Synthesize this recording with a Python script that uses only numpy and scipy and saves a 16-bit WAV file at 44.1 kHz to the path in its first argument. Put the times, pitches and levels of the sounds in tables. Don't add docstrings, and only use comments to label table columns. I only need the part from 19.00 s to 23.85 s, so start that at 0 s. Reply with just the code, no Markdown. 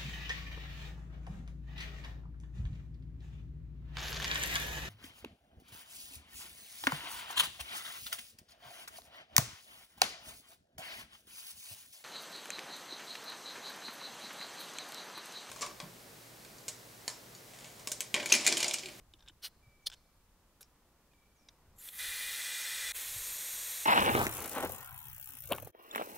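import sys
import numpy as np
from scipy import signal
from scipy.fft import rfft, irfft, next_fast_len
from scipy.io import wavfile
from scipy.ndimage import map_coordinates

SR = 44100
rng = np.random.default_rng(int(sys.argv[2]) if len(sys.argv) > 2 else 0)


def to_wav(s):
    ch = np.atleast_2d(s).T
    pcm = np.round(np.clip(ch, -1, 1) * 32767)
    wavfile.write(sys.argv[1], SR, pcm.astype(np.int16))


def linear_from_db(decibels):
    return 10 ** (np.asarray(decibels, float) / 20)


N = 214087
CUT_S = 3.9205


def span(start, end, fade=0.0037):
    t = np.arange(N) / SR
    return np.clip(np.minimum(t - start, end - t) / fade, 0, 1)


def drift(rate_hz):
    low_pass = signal.butter(2, rate_hz, fs=SR, output="sos")
    slow = signal.sosfilt(low_pass, rng.standard_normal(N + SR))[SR:]
    return slow / np.std(slow)


def band(x, low_hz, high_hz):
    return signal.sosfiltfilt(signal.butter(4, [low_hz, high_hz], "band", fs=SR, output="sos"), x)


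def coloured(air=None, modes=(), air_db=0, echoes=(), spread=1, white=None):
    size = next_fast_len(N)
    hz = np.arange(1, size // 2 + 2) * SR / size
    power = 0
    if air:
        air_hz, colour_db = np.transpose(air)
        power = linear_from_db(np.interp(np.log(hz), np.log(air_hz), colour_db) + air_db) ** 2
    for centre_hz, width_hz, db in modes:
        detuning = (hz - centre_hz ** 2 / hz) / (spread * width_hz)
        power = power + linear_from_db(db) ** 2 / (1 + detuning ** 2) ** 2
    ripple = 1 + sum(linear_from_db(db) * np.exp(-2j * np.pi * hz * ms / 1000) for ms, db in echoes)
    white = rng.standard_normal(N) if white is None else white
    noise = irfft(rfft(white, size) * np.sqrt(power) * ripple, size)[:N]
    return noise / np.std(noise)


def whistle(rows, flicker_hz, blur):
    s, row_hz, row_db = np.transpose(rows)
    t = np.arange(N) / SR
    hz, db = np.interp(t, s, row_hz), np.interp(t, s, row_db)
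    scatter = drift(flicker_hz) + 1j * drift(flicker_hz)
    echoes = (1 + blur * scatter) / np.sqrt(1 + 2 * blur ** 2)
    tone = np.real(echoes * np.exp(2j * np.pi * np.cumsum(hz) / SR))
    return np.sqrt(2) * linear_from_db(db) * span(s[0], s[-1], .01) * tone


def trunks(x, colour, db, t60):
    tail = coloured(modes=colour)[:SR // 2] * linear_from_db(-60 * np.arange(SR // 2) / SR / t60)
    return x + linear_from_db(db) * signal.fftconvolve(x, tail / np.linalg.norm(tail))[:N]


def wood():
    # pitch_hz, level_db per Hz
    murmur_air = [(88, -23), (150, 2.5), (435, -4.5), (465, -5.5), (549, -4), (607, -6), (766, -6),
                  (1090, -6), (2410, -18), (8000, -45.5), (10400, -61), (17600, -120)]
    return linear_from_db(-72 - 0.5 + 1.1 * drift(0.83)) * coloured(murmur_air)


def wind():
    # pitch_hz, level_db per Hz
    rumble_air = [(8, -4), (25, 0), (60, 1.5), (100, -6), (160, -13.5), (300, -60)]
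    # peak_s, level_db
    gusts = [(.07, -62), (.28, -64), (.66, -66), (.92, -66), (1.26, -68), (2.72, -61), (3.07, -62),
             (3.25, -65), (3.56, -70), (3.86, -65), (4.05, -66), (4.17, -57), (4.3, -63), (4.62, -66)]
    # centre_s, level_db, half_length_s, pitch_hz
    thumps = [
        (.145, -62.5, 0.0069, 325),
        (0.306, -63, 0.0072, 314),
        (0.679, -55.5, .009, 109),
        (2.89, -60, 0.0043, 520),
        (4.167, -47, 0.0073, 96),
    ]
    t, lull, gust_half_s = np.arange(N) / SR, linear_from_db(-72), .07
    thuds = sum(linear_from_db(db) * np.exp(-((t - s) / half_s) ** 2) * np.sin(2 * np.pi * hz * (t - s))
                for s, db, half_s, hz in thumps)
    blowing = lull + sum((linear_from_db(db) - lull) * np.exp(-((t - s) / gust_half_s) ** 2) for s, db in gusts)
    return blowing * coloured(rumble_air) + thuds


def rings():
    # start_s, pitch_hz, level_db, second_pitch_hz,
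    # second_level_db
    knock_rings = [(.1368, 3745, -48, 3100, -51), (.1372, 5300, -59, 8600, -63),
                   (.1398, 3040, -52, 3640, -53), (.1935, 3700, -66, 5300, -68),
                   (.2047, 3725, -60, 5250, -66), (.2078, 3690, -56, 5210, -67),
                   (.2243, 3620, -60, 5180, -64), (.2275, 3560, -60, 5900, -68),
                   (.2345, 3600, -68, 1500, -68), (.2612, 3755, -61, 3300, -76),
                   (.2767, 2995, -49, 2500, -57), (.2805, 3445, -53, 2490, -57),
                   (.2838, 3690, -45, 2920, -46), (.284, 7085, -56, 5210, -60),
                   (.2885, 3560, -57, 5500, -63), (.2915, 3135, -52, 7900, -64),
                   (.2945, 3035, -51, 3700, -61), (.2985, 3100, -55, 1485, -65),
                   (.3035, 3650, -62, 3200, -62), (.1515, 3400, -65, 2900, -68),
                   (.8625, 3470, -42, 5020, -46), (.8683, 4280, -28, 5020, -33),
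                    (.8694, 3500, -27.5, 4900, -27.5), (.8665, 540, -56, 5600, -37),
                    (.8712, 850, -58, 6100, -38), (.8718, 3100, -36, 6500, -40),
                    (.877, 4300, -42, 3450, -44), (.8705, 9730, -35, 3270, -36),
                    (.8745, 3500, -42, 5300, -48), (.8995, 3490, -47, 5640, -51),
                    (.9175, 3500, -51, 1465, -60), (.929, 2960, -56, 4390, -60),
                    (.913, 3400, -64, 5100, -66), (.924, 3315, -48, 1520, -55),
                    (.927, 3530, -49, 1475, -55), (.9336, 2920, -48, 4050, -57),
                    (.9393, 3830, -52, 3210, -53), (.9405, 6440, -55, 2560, -55),
                    (.9435, 3350, -58, 3900, -59), (1.628, 5800, -50, 3920, -58),
                    (1.6283, 10900, -55, 13200, -57), (1.6305, 5700, -51, 8130, -58),
                    (1.6495, 5400, -65, 5900, -68), (1.639, 5450, -65, 5040, -66),
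                    (1.644, 5450, -64, 6620, -68), (2.4861, 3820, -50, 5545, -53),
                    (2.4881, 3700, -52, 5950, -55), (2.4912, 3600, -56, 5200, -60),
                    (2.4864, 8700, -61, 4900, -57), (2.4868, 1600, -63, 7200, -64),
                    (2.4868, 2215, -59, 4940, -59), (2.8875, 3415, -42, 10820, -46),
                    (2.8885, 4260, -45, 2400, -50)]
    out, length = np.zeros(N), SR // 10
    for s, *tones in knock_rings:
        first = int(s * SR) + 1
        since = (first + np.arange(length)) / SR - s
        for hz, db in zip(tones[::2], tones[1::2]):
            t60 = .019 * np.sqrt(3500 / hz)
            decay = np.clip(since / .0005, 0, 1) * linear_from_db(db - 60 * since / t60)
            out[first:first + length] += decay * np.sin(2 * np.pi * hz * since)
    return out


def knocks():
    # start_s, peak_db, upper_share_db, bright_share_db, low_share_db
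    ticks = [(0.1371, -57, -7, -9, -8), (0.1875, -68, -8, -8, -8), (0.1932, -64.5, -7, -16, -6),
             (0.2062, -60, -10, -14, -6), (0.2244, -59, -7, -25, -6), (0.234, -70, -14, -25, -4),
             (0.268, -66, -10, -20, -4), (0.2617, -62.5, -14, -18, -5), (0.2772, -47.5, -22, -24, -14),
             (0.2845, -47, -11, -7, -20), (0.2964, -57, -19, -14, -3), (0.8997, -46.5, -4, -6, -7),
             (0.9171, -51, -8, -12, -8), (0.924, -51, -8, -11, -14), (0.9264, -53, -7, -9, -9),
             (0.93, -57, -5, -8, -8), (0.9336, -50, -9, -9, -13), (0.9387, -53, -3, -5, -6),
             (0.9435, -56, -6, -10, -10), (1.6075, -60, -3, -3, 3), (1.7594, -73, -9, -10, 6),
             (2.1344, -65, -16, -14, -4), (2.8874, -43, -8, -10, -8)]
    # pitch_hz, width_hz, level_db
    body_modes = [(2500, 870, -10), (3084, 270, -0.5), (3550, 410, 1.5)]
    # pitch_hz, width_hz, level_db
    upper_modes = [(4500, 670, -3), (5280, 1200, 4.5), (6160, 790, -2.5)]
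    # pitch_hz, width_hz, level_db
    bright_modes = [(7500, 1800, 10), (9250, 900, 3), (10800, 1000, -4), (13500, 2300, -7)]
    # pitch_hz, width_hz, level_db
    low_modes = [(547, 110, -5.5), (940, 400, -3.5), (1600, 290, 0)]
    # pitch_hz, width_hz, level_db
    crack_modes = [(11500, 2500, 0), (14300, 2500, -1)]
    gains, t, length = np.zeros((5, N)), np.arange(N) / SR, SR // 5
    for s, db, upper_db, bright_db, low_db in ticks:
        loose = s < .6
        t60 = .033 if loose else .026
        first = int(s * SR) + 1
        since = t[first:first + length] - s
        decay = linear_from_db(db - 2.5 - 60 * since / t60) + linear_from_db(db - 5 - 60 * since / 0.0046)
        rattle = np.clip(since / 0.0004, 0, 1) * decay
        crack_db = bright_db - 10 - 40 * loose
        shares_db = [[-3], [upper_db], [bright_db], [low_db], [crack_db]]
        gains[:, first:first + length] += linear_from_db(shares_db) * rattle
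    groups = (body_modes, upper_modes, bright_modes, low_modes, crack_modes)
    return sum(gain * coloured(modes=modes) for gain, modes in zip(gains, groups))


def creak():
    # time_s, pitch_hz, level_db
    creak_curve = [
        (.19, 1600, -84),
        (.21, 1600, -85),
        (.27, 1580, -77),
        (.31, 1540, -81),
    ]
    return whistle(creak_curve, flicker_hz=30, blur=.3)


def puffs():
    # peak_s, level_db, rise_s, fall_s, tail_db under the peak
    bursts = [
        (.448, -39.5, .032, .058, -45),
        (.8695, -33.5, .012, .018, -34),
        (1.61, -50.5, .003, .028, -22),
        (1.6285, -51, .001, .006, -14),
        (2.487, -54, .0008, .013, -16),
    ]
    # pitch_hz, level_db per Hz
    burst_airs = [
        [(240, -51.5), (400, -21.5), (1280, -16), (1560, -11.5), (2150, -13), (2740, -9.5), (2960, -2),
         (3890, -8), (4200, 0), (4540, -8), (5880, -8), (7400, -23), (9020, -8), (9740, -14), (15400, -13)],
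        [(240, -61), (400, -43), (527, -12.5), (662, -29), (1300, -22), (1900, -16), (2750, -23), (3100, -8),
         (3720, -4), (4200, -1.5), (6650, -12), (7180, -23), (9590, -8), (11500, -18), (15400, -17)],
        [(240, -42), (400, -6.5), (2540, -15.5), (3610, -11), (3950, -7), (4610, -14), (8360, -8.5),
         (12400, -1), (15400, -14)],
        [(880, -41), (1500, -7), (2050, -27), (2350, -7), (4300, -11), (5170, 2.5), (7560, -7), (8020, -11),
         (15400, -15)],
        [(240, -42), (400, -16), (622, -9), (1440, -18), (2180, -10), (2470, -17), (3790, -2), (4560, -15),
         (5730, -5), (7610, -24), (11000, -30), (15600, -61), (22000, -120)],
    ]
    # pitch_hz, width_hz, level_db
    chuck_modes = [
        [(3010, 150, -3), (3370, 250, -8), (4150, 300, -3), (4790, 250, -4), (5540, 200, -6), (5900, 180, -7),
         (8880, 300, -10)],
        [(3060, 120, -7), (3470, 200, -4), (4280, 250, 1), (5020, 300, -3), (6520, 180, -13), (8130, 200, -12),
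         (9730, 350, -7), (10800, 300, -11)],
        [(9300, 300, -3), (10600, 500, -4), (6000, 900, -10)],
        [(5450, 250, 0), (5900, 300, 0)],
        [(2900, 600, -10), (4700, 600, -9)],
    ]
    t, out = np.arange(N) / SR, np.zeros(N)
    seal_db = -10 * span(.4855, .6, .0015)
    grit = linear_from_db(.8 * drift(690) + seal_db)
    dull = signal.butter(2, 6500, fs=SR, output="sos")
    for (s, db, rise_s, fall_s, tail_db), air, modes in zip(bursts, burst_airs, chuck_modes):
        burst = np.clip(np.minimum(1 + (t - s) / rise_s, 1 - (t - s) / fall_s), 0, 1) ** 1.6
        tail = span(s, 9, fall_s) * linear_from_db(tail_db - 60 * np.clip(t - s, 0, 1) / .12)
        hiss = grit * linear_from_db(db) * coloured(air, modes, air_db=0.1)
        out += burst * hiss + tail * signal.sosfilt(dull, hiss)
    return out


def gauge():
    # pitch_hz, width_hz, level_db
    echo_colour = [(4800, 3200, 0)]
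    near = knocks() + puffs()
    near -= .6 * span(.4725, .55, .002) * band(near, 2300, 6800)
    near += creak() + rings()
    return trunks(near, echo_colour, db=-37, t60=0.84)


def phrase(notes):
    rows = []
    for k, (s, length, hz, db) in enumerate(notes):
        scoop_hz = 90 if k == 0 else 90 / 4
        rest_db = min(-88, db - 8)
        rows += [(s, hz + scoop_hz, rest_db),
                 (s + min(.01, length / 3), hz + scoop_hz * .6, db),
                 (s + length * .92, hz, db - 2),
                 (s + length, hz, rest_db)]
    return rows


def swoop(s, length, rest_hz, settle_s, db):
    part = np.linspace(0, 1, 25)
    hz = rest_hz + (7400 - rest_hz) * np.exp(-length * part / settle_s)
    return np.transpose([s + length * part, hz, db - 5 * (2 * part - 1) ** 4 - 5 * part])


def birds():
    # start_s, length_s, pitch_hz, level_db
    piper = [
        [(.62, .06, 2285, -72), (.68, .105, 2305, -73), (.787, .026, 2300, -77), (.815, .05, 2285, -72),
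         (.875, .04, 2300, -80), (.92, .07, 2300, -88), (1.0, .025, 2300, -86), (1.035, .07, 2300, -84),
         (1.12, .025, 2290, -84), (1.15, .04, 2295, -92), (1.19, .03, 2295, -86)],
        [(2.105, .028, 2440, -75), (2.134, .027, 2315, -76), (2.18, .022, 2300, -76), (2.205, .042, 2305, -75),
         (2.25, .026, 2300, -75), (2.29, .035, 2320, -81), (2.345, .022, 2310, -81), (2.384, .02, 2335, -80),
         (2.415, .03, 2335, -78), (2.45, .1, 2335, -84)],
    ]
    # start_s, length_s, resting_pitch_hz, settling_s, level_db
    swooper = [
        (.815, .12, 5100, .028, -80),
        (2.352, .135, 5100, .026, -80),
    ]
    pipes = sum(whistle(phrase(notes), flicker_hz=35, blur=blur) for notes, blur in zip(piper, (.25, .3)))
    swoops = sum(whistle(swoop(*call), flicker_hz=90, blur=0.45) for call in swooper)
    return pipes + trunks(swoops, [(5800, 5400, 0)], db=-5.5, t60=0.45)


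def jet(flow_db, start, air, modes, grips, grip_db, air_db, flutter_db, shift, shift_s, end):
    # delay_ms, level_db
    near_echoes = [(1.45, -21.5), (2.2, -28.5), (4.7, -20.5), (7.9, -22.5)]
    gain = linear_from_db(flow_db + flutter_db * drift(28)) * span(start, end, 0.00053)
    white, late = rng.standard_normal(N), span(shift, 9, fade=shift_s)
    held = []
    for grip in grips:
        high_modes = [(hz, 2.6 * width_hz + 60, db + grip_db) for hz, width_hz, db in grip]
        held.append(coloured(air, modes + high_modes, air_db, near_echoes, 1.03, white))
    early, final = held
    return gain * ((1 - late) * early + late * final)


def opening(full_s, db, rise_db, creep_db):
    since, knee_db = np.arange(N) / SR - full_s, 2.5
    return db - knee_db * np.logaddexp(-rise_db * since / knee_db, -creep_db * since / knee_db)


def leak():
    # pitch_hz, level_db per Hz
    leak_air = [(240, -44), (400, -23), (595, -18), (672, -14), (885, -13.5), (2020, -4), (2660, -9),
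                (3450, -3.5), (5210, -10.5), (12200, 1), (15400, -6.5)]
    # pitch_hz, width_hz, level_db
    leak_modes = [(1950, 170, -5), (2430, 55, -7), (3480, 75, 0), (3930, 160, -9)]
    # pitch_hz, width_hz, level_db
    leak_grips = [
        [(6950, 43, 1), (7400, 320, 4), (8770, 32, -4), (10300, 170, 1), (12400, 130, 7), (13200, 40, -1)],
        [(8500, 60, -3), (10200, 89, -3), (10800, 110, -4), (11000, 38, -6), (12700, 89, -2), (13500, 130, -4),
         (13900, 66, -4), (14100, 100, -4), (14500, 43, -6), (14900, 70, -14)],
    ]
    # start_s, starting_level_db, final_level_db, time_constant_s
    pushes = [
        (2.783, -57, -46, .06),
        (2.893, -53, -40, .14),
    ]
    t, seep_s = np.arange(N) / SR, 2.76
    flow_db = -70 - 3 + 6 * span(seep_s, 9, fade=.023)
    for s, db, final_db, lag_s in pushes:
        pushed = span(s - .003, 9, fade=.006)
        push_db = final_db + (db - final_db) * np.exp(-np.clip(t - s, 0, 1) / lag_s)
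        flow_db = flow_db + pushed * (push_db - flow_db)
    air = jet(flow_db, seep_s, leak_air, leak_modes, leak_grips, grip_db=5, air_db=-0.5,
              flutter_db=0.5, shift=2.8, shift_s=0.03, end=3.03)
    return air * span(0, 3.03, fade=.04)


def open_jet():
    # pitch_hz, level_db per Hz
    open_air = [(150, -65), (250, -27), (516, -19), (703, -21.5), (1260, -13), (1950, 1.5), (2230, -18),
                (2390, -10.5), (3050, -6.5), (3500, -2), (5200, -12), (8280, -9), (15400, -14.5)]
    # pitch_hz, width_hz, level_db
    open_modes = [(538, 130, -20.5), (880, 66, -17), (2013, 120, 2.5), (2420, 140, 1), (2740, 97, -21),
                  (3480, 91, 0), (3830, 67, -2), (4220, 100, -4.5), (4740, 140, -11.5), (5070, 59, -15)]
    # pitch_hz, width_hz, level_db
    open_grips = [
        [(5700, 160, -3.5), (6070, 99, -4), (6400, 150, -8), (7340, 56, -24), (8090, 290, -1), (8950, 72, -8),
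         (9350, 190, 2), (9770, 45, 3), (10200, 80, 0), (10600, 53, 6), (11050, 110, 4), (12320, 150, 4.5),
         (14950, 200, 1), (13500, 300, -4)],
        [(5600, 280, 1), (6500, 220, -1), (6700, 150, -3), (7000, 30, -2), (8050, 280, 4), (8940, 95, 3),
         (9560, 71, 0.5), (10200, 38, -12), (10640, 250, -6), (10700, 60, 2), (11900, 200, -3), (12650, 100, 0),
         (13350, 110, 0), (15300, 360, -18)],
    ]
    cracked_db = -56
    flow_db = np.maximum(opening(full_s=2.997, db=-39.4, rise_db=600, creep_db=1.2), cracked_db)
    return jet(flow_db, 2.93, open_air, open_modes, open_grips, grip_db=-10, air_db=-2,
               flutter_db=0.07, shift=3.25, shift_s=0.23, end=CUT_S)


def turned_jet():
    # pitch_hz, level_db per Hz
    turned_air = [(150, -53), (250, -24.5), (507, -12.5), (703, -13.5), (1260, -12.5), (1880, -2.5),
                  (2940, -7.5), (3880, -2), (4940, -10), (6730, -3.5), (10500, -4), (12300, -1),
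                  (15400, -9.5)]
    # pitch_hz, width_hz, level_db
    turned_modes = [(493, 135, -12), (1074, 210, -8.5), (1940, 300, -14), (2460, 100, -1), (2650, 62, -1.5),
                    (3410, 180, -3.5), (3890, 100, -3), (4420, 170, -5), (4860, 62, -8), (5090, 61, -3)]
    # pitch_hz, width_hz, level_db
    turned_grips = [
        [(3150, 100, 0), (7500, 57, -1), (8400, 130, -6), (8480, 140, -4), (9400, 140, 0), (9800, 130, -4),
         (9950, 90, -4), (10700, 200, 2), (11500, 100, -5), (11700, 110, -4), (11900, 66, 1), (6550, 56, 0),
         (14000, 74, -3), (15450, 68, 6)],
        [(5750, 80, 3.5), (6510, 96, 4), (6930, 470, 2.5), (7900, 51, -3), (8280, 90, 6), (8700, 120, 6),
         (9200, 89, 1), (9530, 65, 4), (10700, 41, -3), (11400, 140, -1), (12000, 99, 4), (12200, 280, 4.5),
         (12980, 130, 3), (14000, 150, 0)],
    ]
    flow_db = opening(full_s=3.953, db=-40.6, rise_db=900, creep_db=.7)
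    return jet(flow_db, CUT_S, turned_air, turned_modes, turned_grips, grip_db=-3.0, air_db=1.5,
               flutter_db=0.32, shift=3.99, shift_s=0.27, end=5)


def off_hand(x):
    lag = (1.9 + .09 * drift(1.65)) * SR / 1000
    highs = signal.sosfilt(signal.butter(2, 6500, "high", fs=SR, output="sos"), x)
    return x + linear_from_db(-11) * map_coordinates(highs, [np.arange(N) - lag], order=3)


def shaded(x):
    # start_s, end_s, low_hz, high_hz, share_removed 0-1
    finger_shades = [
        (2.89, 2.95, 4400, 6000, .35),
        (2.895, 2.94, 6200, 12000, .3),
        (2.895, 2.93, 900, 2600, .4),
        (3.92, 3.96, 4200, 6200, .6),
    ]
    return x - sum(np.clip(share, 0, 1) * span(start, end, .015) * band(x, low_hz, high_hz)
                   for start, end, low_hz, high_hz, share in finger_shades)


def valve():
    splice = 1 - span(CUT_S - .0003, CUT_S + .005, fade=.0005)
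    return splice * shaded(off_hand(leak() + open_jet() + turned_jet()))


def scene():
    return np.tile(wood() + wind() + gauge() + birds() + valve(), (2, 1))


def band_limit(x):
    return signal.sosfilt(signal.butter(12, 16790, fs=SR, output="sos"), x)


def record(dry):
    # pitch_hz, level_db per Hz
    hiss_air = [(30, 8), (100, 11.5), (400, 7), (1000, 1), (3000, 4.5), (16000, 1.5)]
    hiss = linear_from_db(-73) * np.array([coloured(hiss_air), coloured(hiss_air)])
    top_cut = signal.ellip(12, .5, 70, 15740, fs=SR, output="sos")
    return band_limit(signal.sosfilt(top_cut, dry + hiss))


dry = scene()
out = record(dry)
to_wav(out)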